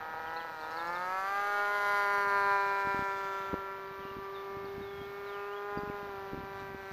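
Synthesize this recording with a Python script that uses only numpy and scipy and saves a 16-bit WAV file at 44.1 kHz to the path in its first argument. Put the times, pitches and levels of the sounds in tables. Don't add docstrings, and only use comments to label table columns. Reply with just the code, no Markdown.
import sys
import numpy as np
from scipy import signal
from scipy.io import wavfile
from scipy.ndimage import uniform_filter1d, map_coordinates

SR = 44100
rng = np.random.default_rng(int(sys.argv[2]) if len(sys.argv) > 2 else 0)


def generate_wav(sig):
    pcm = np.round(np.clip(np.atleast_2d(sig).T, -1, 1) * 32767).astype(np.int16)
    wavfile.write(sys.argv[1], SR, pcm)


def ratio_of_db(decibels):
    return 10 ** (np.asarray(decibels, float) / 20)


N = 305172


def evened(x):
    return x / np.sqrt(np.mean(x ** 2) + 1e-20)


def along(rows):
    s, *columns = np.transpose(rows)
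    return [np.interp(np.arange(N) / SR, s, c) for c in columns]


def colour(x, points):
    f, db = np.transpose(points)
    hz = abs(np.fft.fftfreq(2 ** 13, 1 / SR))
    log_gain = np.log(ratio_of_db(np.interp(np.log(hz + 1), np.log(f), db)))
    taps = np.fft.ifft(np.exp(np.conj(signal.hilbert(log_gain)))).real[:2 ** 11]
    return signal.oaconvolve(x, taps)[:N]


def drift(rate_hz):
    low_pass = signal.butter(2, rate_hz, fs=SR, output="sos")
    return evened(signal.sosfilt(low_pass, rng.standard_normal(N)))


def add(mix, s, sound):
    part = mix[max(round(s * SR), 0):][:len(sound)]
    part += sound[:len(part)]


def pick(x, turns, samples):
    spin = np.exp(2j * np.pi * turns)
    slow = x / spin
    for _ in range(2):
        slow = uniform_filter1d(slow.real, samples) + 1j * uniform_filter1d(slow.imag, samples)
    return 2 * (slow * spin).real


# f/Hz, level/dB
FIELD = [(30, -11), (100, -16), (300, -4), (1000, 1), (2500, -9.5), (4500, -14.5), (6500, -24.5),
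         (8000, -40.5), (10500, -26.5), (12700, -21.5), (15000, -20)]


def field():
    return ratio_of_db(-53.5 + 0.56 * drift(2.4)) * evened(colour(rng.standard_normal(N), FIELD))


# t/s, level/dB
WIND = [(0.0, -61.5), (1.77, -70.5), (2.31, -62), (4.26, -64), (4.99, -56), (5.55, -69.5), (6.63, -54),
        (6.92, -60)]
# f/Hz, level/dB
GUST = [(15, -48), (40, -5), (100, 3.5), (200, 1.5), (350, -8.5), (700, -50)]


def wind_rumble():
    return ratio_of_db(along(WIND)[0] + 3.1 * drift(54)) * evened(colour(rng.standard_normal(N), GUST))


# t/s, f/Hz
SPEED = [(0, 158.2), (.27, 160.6), (.42, 165.6), (.61, 155.6), (.71, 160.5), (.95, 176.2), (1.35, 200.5),
         (1.46, 203.7), (1.75, 204.3), (2.37, 200), (3.31, 195.2), (3.85, 194.7), (4.66, 197.1),
         (5.86, 204.6), (6.05, 201.7), (6.17, 195.8), (6.61, 196), (6.92, 193.7)]


def shaft():
    hz = uniform_filter1d(along(SPEED)[0], SR // 16, mode="nearest")
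    turns = np.cumsum(hz) / SR + .0018 * drift(60) + .005 * drift(8)
    return hz, turns


def firings(hz, turns, size):
    before = np.flatnonzero(np.diff(np.floor(turns)) > 0)
    place = before + (1 - turns[before] % 1) / (turns[before + 1] - turns[before])
    near = np.round(place).astype(int)[:, None] + np.arange(-8, 9)
    shape = np.sinc(near - place[:, None]) * np.hanning(19)[1:-1]
    height = (size * SR / hz / np.sqrt(2))[before, None]
    out = np.zeros(N)
    np.add.at(out, np.clip(near, 0, N - 1), height * shape)
    return out


MISFIRES = [.147, .303, .322, .46, .481, .515, .527, .552, .687, .842, .957]


def uneven_firings(hz, turns, luck):
    full_hz, idle_hz = 195, 157
    slow = np.clip((full_hz - hz) / (full_hz - idle_hz), 0, 1)
    uneven = .055 + (.52 - .055) * slow ** 1.2
    turn = turns.astype(int)
    weak = np.isin(turn, turn[(np.array(MISFIRES) * SR).astype(int)])
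    return firings(hz, turns, np.where(weak, -.8, uneven * np.minimum(luck, 1.2)))


# t/s, delay/ms
ECHO = [(0, 2.25), (.45, 2.13), (1.2, 2.39), (1.75, 2.82), (2.3, 2.77), (3.5, 2.94), (4.1, 2.984),
        (4.75, 2.76), (5.7, 2.81), (6.92, 3.13)]


def ground_echo(x):
    t = np.arange(N) / SR
    near, far, far_s = 0.54, 0.31, 5.14
    share = near + (far - near) / (1 + np.exp((far_s - t) / .3))
    late = np.arange(N) - along(ECHO)[0] * SR / 1000
    return np.clip(share, 0, 1) * map_coordinates(x, [late], order=3)


# t/s, exhaust level/dB, propeller level/dB, how far the pipe faces us as treble level/dB
FLIGHT = [(0, -46, -74, -9.5), (.35, -46.5, -62, -1.5), (.53, -47.5, -69, -5), (.85, -43.5, -54, -1.5),
          (1.2, -40.5, -61.5, 1), (1.45, -36.5, -49, -4.5), (2.0, -37.5, -46.5, 3.5), (2.2, -39, -42, 3.5),
          (2.5, -36, -43, -1), (2.95, -42, -46, 5), (3.55, -44.5, -48, -1.5), (3.95, -54.5, -48, 5.5),
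          (4.7, -50.5, -42.5, -2.5), (5.1, -56, -44, 7), (5.7, -47.5, -42.5, 1.5), (6.05, -49, -45.5, -3.5),
          (6.5, -51.5, -48, 4), (6.92, -54.5, -50.5, 11)]
# f/Hz, level/dB
MUFFLER = [(180, -29), (400, -24), (480, -9), (600, -5.5), (800, -4), (1000, -1.5), (1200, -0.5),
           (1400, -3.5), (1650, -5.5), (1900, -13), (2150, -15.5), (2400, -16), (2900, -42), (3600, -51)]


def exhaust(steady, scatter):
    exhaust_db, _, bright_db = along(FLIGHT)
    low_scatter = signal.lfilter(*signal.butter(2, 1700, fs=SR), 1.1 * scatter)
    ring = colour(steady + low_scatter, MUFFLER)
    dull = signal.lfilter(*signal.butter(1, 1400, fs=SR), ring)
    direct = ratio_of_db(exhaust_db + 0.91 * drift(4.2)) * (dull + ratio_of_db(bright_db) * (ring - dull))
    return direct + ground_echo(direct)


def propeller(turns):
    level = ratio_of_db(along(FLIGHT)[1] + 0.47 * drift(5.8))
    return np.sqrt(2) * level * np.cos(2 * np.pi * (2 * turns + 0.14))


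def air_puffs(turns, luck):
    surge = np.exp(-(turns % 1) / 0.16) * ratio_of_db(2.2 * luck)
    return (1.6 + surge) * rng.standard_normal(N)


# f/Hz, level/dB
RUSH = [(150, -18), (350, -4.5), (700, 3), (1000, 1.5), (1500, 4), (2100, -5.5), (2800, -10), (4000, -36)]


def air_rush(puffs):
    exhaust_db = uniform_filter1d(along(FLIGHT)[0], SR // 4)
    return ratio_of_db(0.6 * exhaust_db - 25.5) * evened(colour(puffs, RUSH))


def scattered(x):
    t = np.arange(300) / SR
    echoes = rng.standard_normal((3, len(t))) * ratio_of_db(-60 * t / .018 - 19)
    turn = np.arange(N) / SR / 2.153
    out = x.copy()
    for k in range(3):
        out += np.cos(2 * np.pi * (turn + k / 3)) * signal.oaconvolve(x, echoes[k])[:N]
    return out


# t/s, level/dB
RASP = [(0, -69), (.5, -66), (.9, -61), (1.3, -54.5), (1.6, -54), (1.95, -51.5), (2.2, -54), (2.7, -57),
        (3.4, -58), (3.7, -72.5), (4.3, -74.5), (5.8, -70.5), (6.5, -73), (6.6, -63.5), (6.7, -73),
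        (6.92, -65)]
# f/Hz, level/dB
RATTLE = [(1800, -37.5), (2600, -0.5), (3200, -0.5), (4200, -1.5), (5000, -4), (6000, -21.5)]
# t/s, f/Hz
PANEL = [(0, 3800), (.6, 3820), (1.3, 4600), (2.05, 4600), (2.4, 4100), (3.0, 3550), (6.92, 3630)]


def airframe_rattle(knock):
    rattle = ratio_of_db(along(RASP)[0] - 2.1 + 1.37 * drift(11.4)) * evened(colour(knock, RATTLE))
    return rattle + 1.2 * pick(rattle, np.cumsum(along(PANEL)[0]) / SR, 50)


# f/Hz, level/dB
BUZZ = [(4500, -27.5), (5600, 12), (6500, 3), (8200, -2), (9500, 6), (11000, -40)]


def airframe_buzz(knock, shimmer):
    buzz_db = -62.2 + 0.89 * (along(RASP)[0] + 55.5)
    return ratio_of_db(buzz_db + 2.0 * shimmer) * evened(colour(knock, BUZZ))


# f/Hz, level/dB
JET = [(7000, -32.5), (9000, 4.5), (10500, -2.5), (12500, -7), (15500, -25)]


def jet_hiss(knock, steady, shimmer):
    away = 1 / (1 + np.exp((2.6 - np.arange(N) / SR) / 0.037))
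    jet_db = np.maximum(-63 + 1.7 * (along(RASP)[0] + 53.5) - 31 * away, -97)
    return ratio_of_db(jet_db + 3.0 + 3.1 * shimmer) * evened(colour(knock + .7 * evened(steady), JET))


# centre t/s, length t/s, order, level/dB
FADES = [(0.97, 0.32, 1, 16), (2.32, 0.47, 1, 10.5), (5.75, .3, 4, 3), (3.71, 0.76, 4, -10.5),
         (6.85, 0.19, 6, -8), (1.9, 0.24, 6, 1), (6.33, 0.99, 4, 5.5), (0.14, 1, 5, 4), (1.48, 0.26, 5, -9),
         (0.67, .6, 14, -22), (2.3, 0.18, 4, -6), (5, 0.46, 5, -7), (6.94, 0.26, 5, -9),
         (2.91, 0.35, 6, -11), (4.19, 0.56, 6, 13), (5.495, 0.42, 6, 6.5), (0.32, 0.61, 7, -12),
         (1.54, 0.69, 7, 4), (3.48, 0.43, 7, 4), (4.5, .6, 7, -10), (6.71, 0.43, 7, -7.5), (2.53, 1, 8, 11),
         (2.6, 0.7, 5, 5.5), (0.29, 0.74, 10, 8.5), (2.16, 1, 10, 9), (0.26, 0.72, 12, 6.5),
         (4.943, 0.74, 11, 7), (6, .48, 11, -18), (1.848, 0.59, 12, -13), (2.675, 0.47, 12, 5.5)]


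def shaded(x, turns):
    t = np.arange(N) / SR
    out = x.copy()
    for order in np.unique([row[2] for row in FADES]):
        db = np.zeros(N)
        for centre, length, k, peak_db in FADES:
            if k == order:
                db += peak_db * np.exp(-2 * ((t - centre) / length) ** 2)
        out += (ratio_of_db(db) - 1) * pick(x, order * turns, 260)
    return out


def airplane():
    hz, turns = shaft()
    luck = np.clip(rng.standard_normal((2000, 2)), -2, 2)[turns.astype(int)]
    steady = firings(hz, turns, 0.87)
    pipe = exhaust(steady, uneven_firings(hz, turns, luck[:, 0]))
    puffs = air_puffs(turns, luck[:, 1])
    knock = evened(scattered(steady)) + .5 * evened(puffs)
    shimmer = np.tanh(drift(24))
    body = airframe_rattle(knock) + airframe_buzz(knock, shimmer)
    air = jet_hiss(knock, steady, shimmer) + air_rush(puffs)
    return shaded(pipe + body, turns) + propeller(turns) + air


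def tweet(hz, db):
    n = len(hz)
    flutter = 3 * evened(uniform_filter1d(uniform_filter1d(rng.standard_normal(n), 130), 130))
    tone = np.sin(2 * np.pi * np.cumsum(hz * (1 + .004 * flutter)) / SR)
    return np.sqrt(2) * ratio_of_db(db + flutter) * tone * signal.windows.tukey(n, min(.5, 500 / n))


# t/s, length t/s, start f/Hz, end f/Hz, level/dB
CHIRPS = [
    (.025, 0.018, 3170, 2920, -67),
    (0.26, .032, 3350, 2880, -59),
    (0.36, 0.018, 3670, 4400, -52),
    (0.371, 0.0106, 4450, 3760, -57),
    (0.362, 0.024, 2280, 2800, -58),
    (.396, 0.0274, 3440, 2820, -56),
    (.759, .014, 4600, 5250, -62),
    (3.849, 0.05, 4723, 4620, -74),
    (4.225, .037, 5100, 4950, -71),
    (5.773, .018, 4700, 4750, -59.5),
]
# t/s after the start, length t/s, start f/Hz, end f/Hz, level/dB
FALLING = [
    (0, 0.0096, 4803, 4040, -1),
    (.02, 0.026, 3800, 3490, -3),
]
RISING = [
    (0, .011, 6300, 6840, -5),
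    (.008, .012, 4940, 5600, 1),
]
# t/s, level/dB
FALLS = [
    (.607, -57.5),
    (.768, -51.5),
    (.93, -54),
    (4.652, -61.5),
]
RISES = [
    (.706, -62),
    (.868, -59),
    (.937, -61),
]


def chirps():
    out = np.zeros(N)
    events = list(CHIRPS)
    for notes, starts in ((FALLING, FALLS), (RISING, RISES)):
        for s, db in starts:
            for after, length, start_hz, end_hz, note_db in notes:
                events.append((s + after, length, start_hz, end_hz, db + note_db))
    for s, length, start_hz, end_hz, db in events:
        add(out, s, tweet(np.linspace(start_hz, end_hz, round(length * SR)), db))
    return out


# t/s, f/Hz, level/dB
WHISTLES = [
    [(3.995, 3910, -65), (4.01, 3200, -68), (4.045, 2760, -61), (4.13, 2816, -62)],
    [(4.32, 4386, -83), (4.35, 3740, -59), (4.37, 3500, -59.5), (4.42, 3520, -59)],
    [(4.815, 3810, -64), (4.86, 3497, -64), (4.92, 3297, -69), (5.04, 3238, -59), (5.07, 3770, -68)],
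    [(5.26, 4100, -64), (5.32, 3363, -60), (5.38, 2567, -61), (5.47, 2558, -63), (5.53, 2884, -60),
     (5.55, 3250, -65), (5.585, 3310, -59)],
    [(5.88, 3002, -60), (5.895, 2460, -60), (5.925, 2110, -62)],
    [(6.09, 2230, -72), (6.145, 2400, -64)],
]


def whistles():
    out = np.zeros(N)
    for rows in WHISTLES:
        s, hz, db = np.transpose(rows)
        t = np.arange(s[0], s[-1], 1 / SR)
        add(out, s[0], tweet(np.interp(t, s, hz), np.interp(t, s, db)))
    return out


def birds():
    calls = chirps() + whistles()
    t = np.arange(SR // 5) / SR
    trees = rng.standard_normal(len(t)) * ratio_of_db(-60 * t / 0.3)
    return calls + ratio_of_db(-5) * signal.oaconvolve(calls, trees / np.linalg.norm(trees))[:N]


# t/s, peak level/dB
THUMPS = [(2.225, -55), (2.873, -33), (2.947, -32), (2.993, -31), (3.024, -35), (3.533, -30),
          (3.542, -25.5), (4.003, -51), (4.053, -38), (4.169, -35), (4.188, -38), (4.571, -38),
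          (4.647, -39.5), (4.782, -35), (4.811, -38), (5.017, -38), (5.775, -30), (5.791, -34.5),
          (5.835, -34), (5.877, -37), (5.9, -32), (6.031, -39), (6.334, -31.5), (6.346, -33.5),
          (6.378, -34.5), (6.406, -37), (6.438, -38), (6.623, -41), (6.748, -35.5), (6.914, -46)]


def wind_thumps():
    out = np.zeros(N)
    t = (np.arange(800) - 400) / SR
    eddies = list(THUMPS)
    for s, _ in THUMPS:
        for off, size in rng.standard_normal((2, 2)):
            eddies.append((s + .04 * off, -43.5 - 3 * abs(size)))
    for s, db in eddies:
        turn, luck = rng.random(2)
        hz = (220 + 7 * (db + 35)) * (1 + .15 * (2 * luck - 1))
        push = np.cos(2 * np.pi * (hz * t + turn)) * np.exp(-(t * hz / 0.29) ** 2)
        push = np.tanh(ratio_of_db(db + 37.0) * push) / np.tanh(ratio_of_db(db + 40.0))
        add(out, s + t[0], ratio_of_db(db + 3.5) * (push - push.mean()))
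    return out


def scene():
    return (field() + wind_rumble() + airplane() + birds() + wind_thumps())[None]


def top_cut(x):
    return signal.sosfilt(signal.butter(12, 15590, fs=SR, output="sos"), x)


def record(dry):
    notch_hz, notch_width_hz, edge_hz = 9100, 3160, 15420
    x = signal.lfilter(*signal.iirnotch(notch_hz, notch_hz / notch_width_hz, SR), dry)
    low_pass = signal.firwin(1023, edge_hz, window=("kaiser", 9), fs=SR)
    x = signal.oaconvolve(x, low_pass[None], "same")
    return top_cut(x)


dry = scene()
out = record(dry)
generate_wav(out)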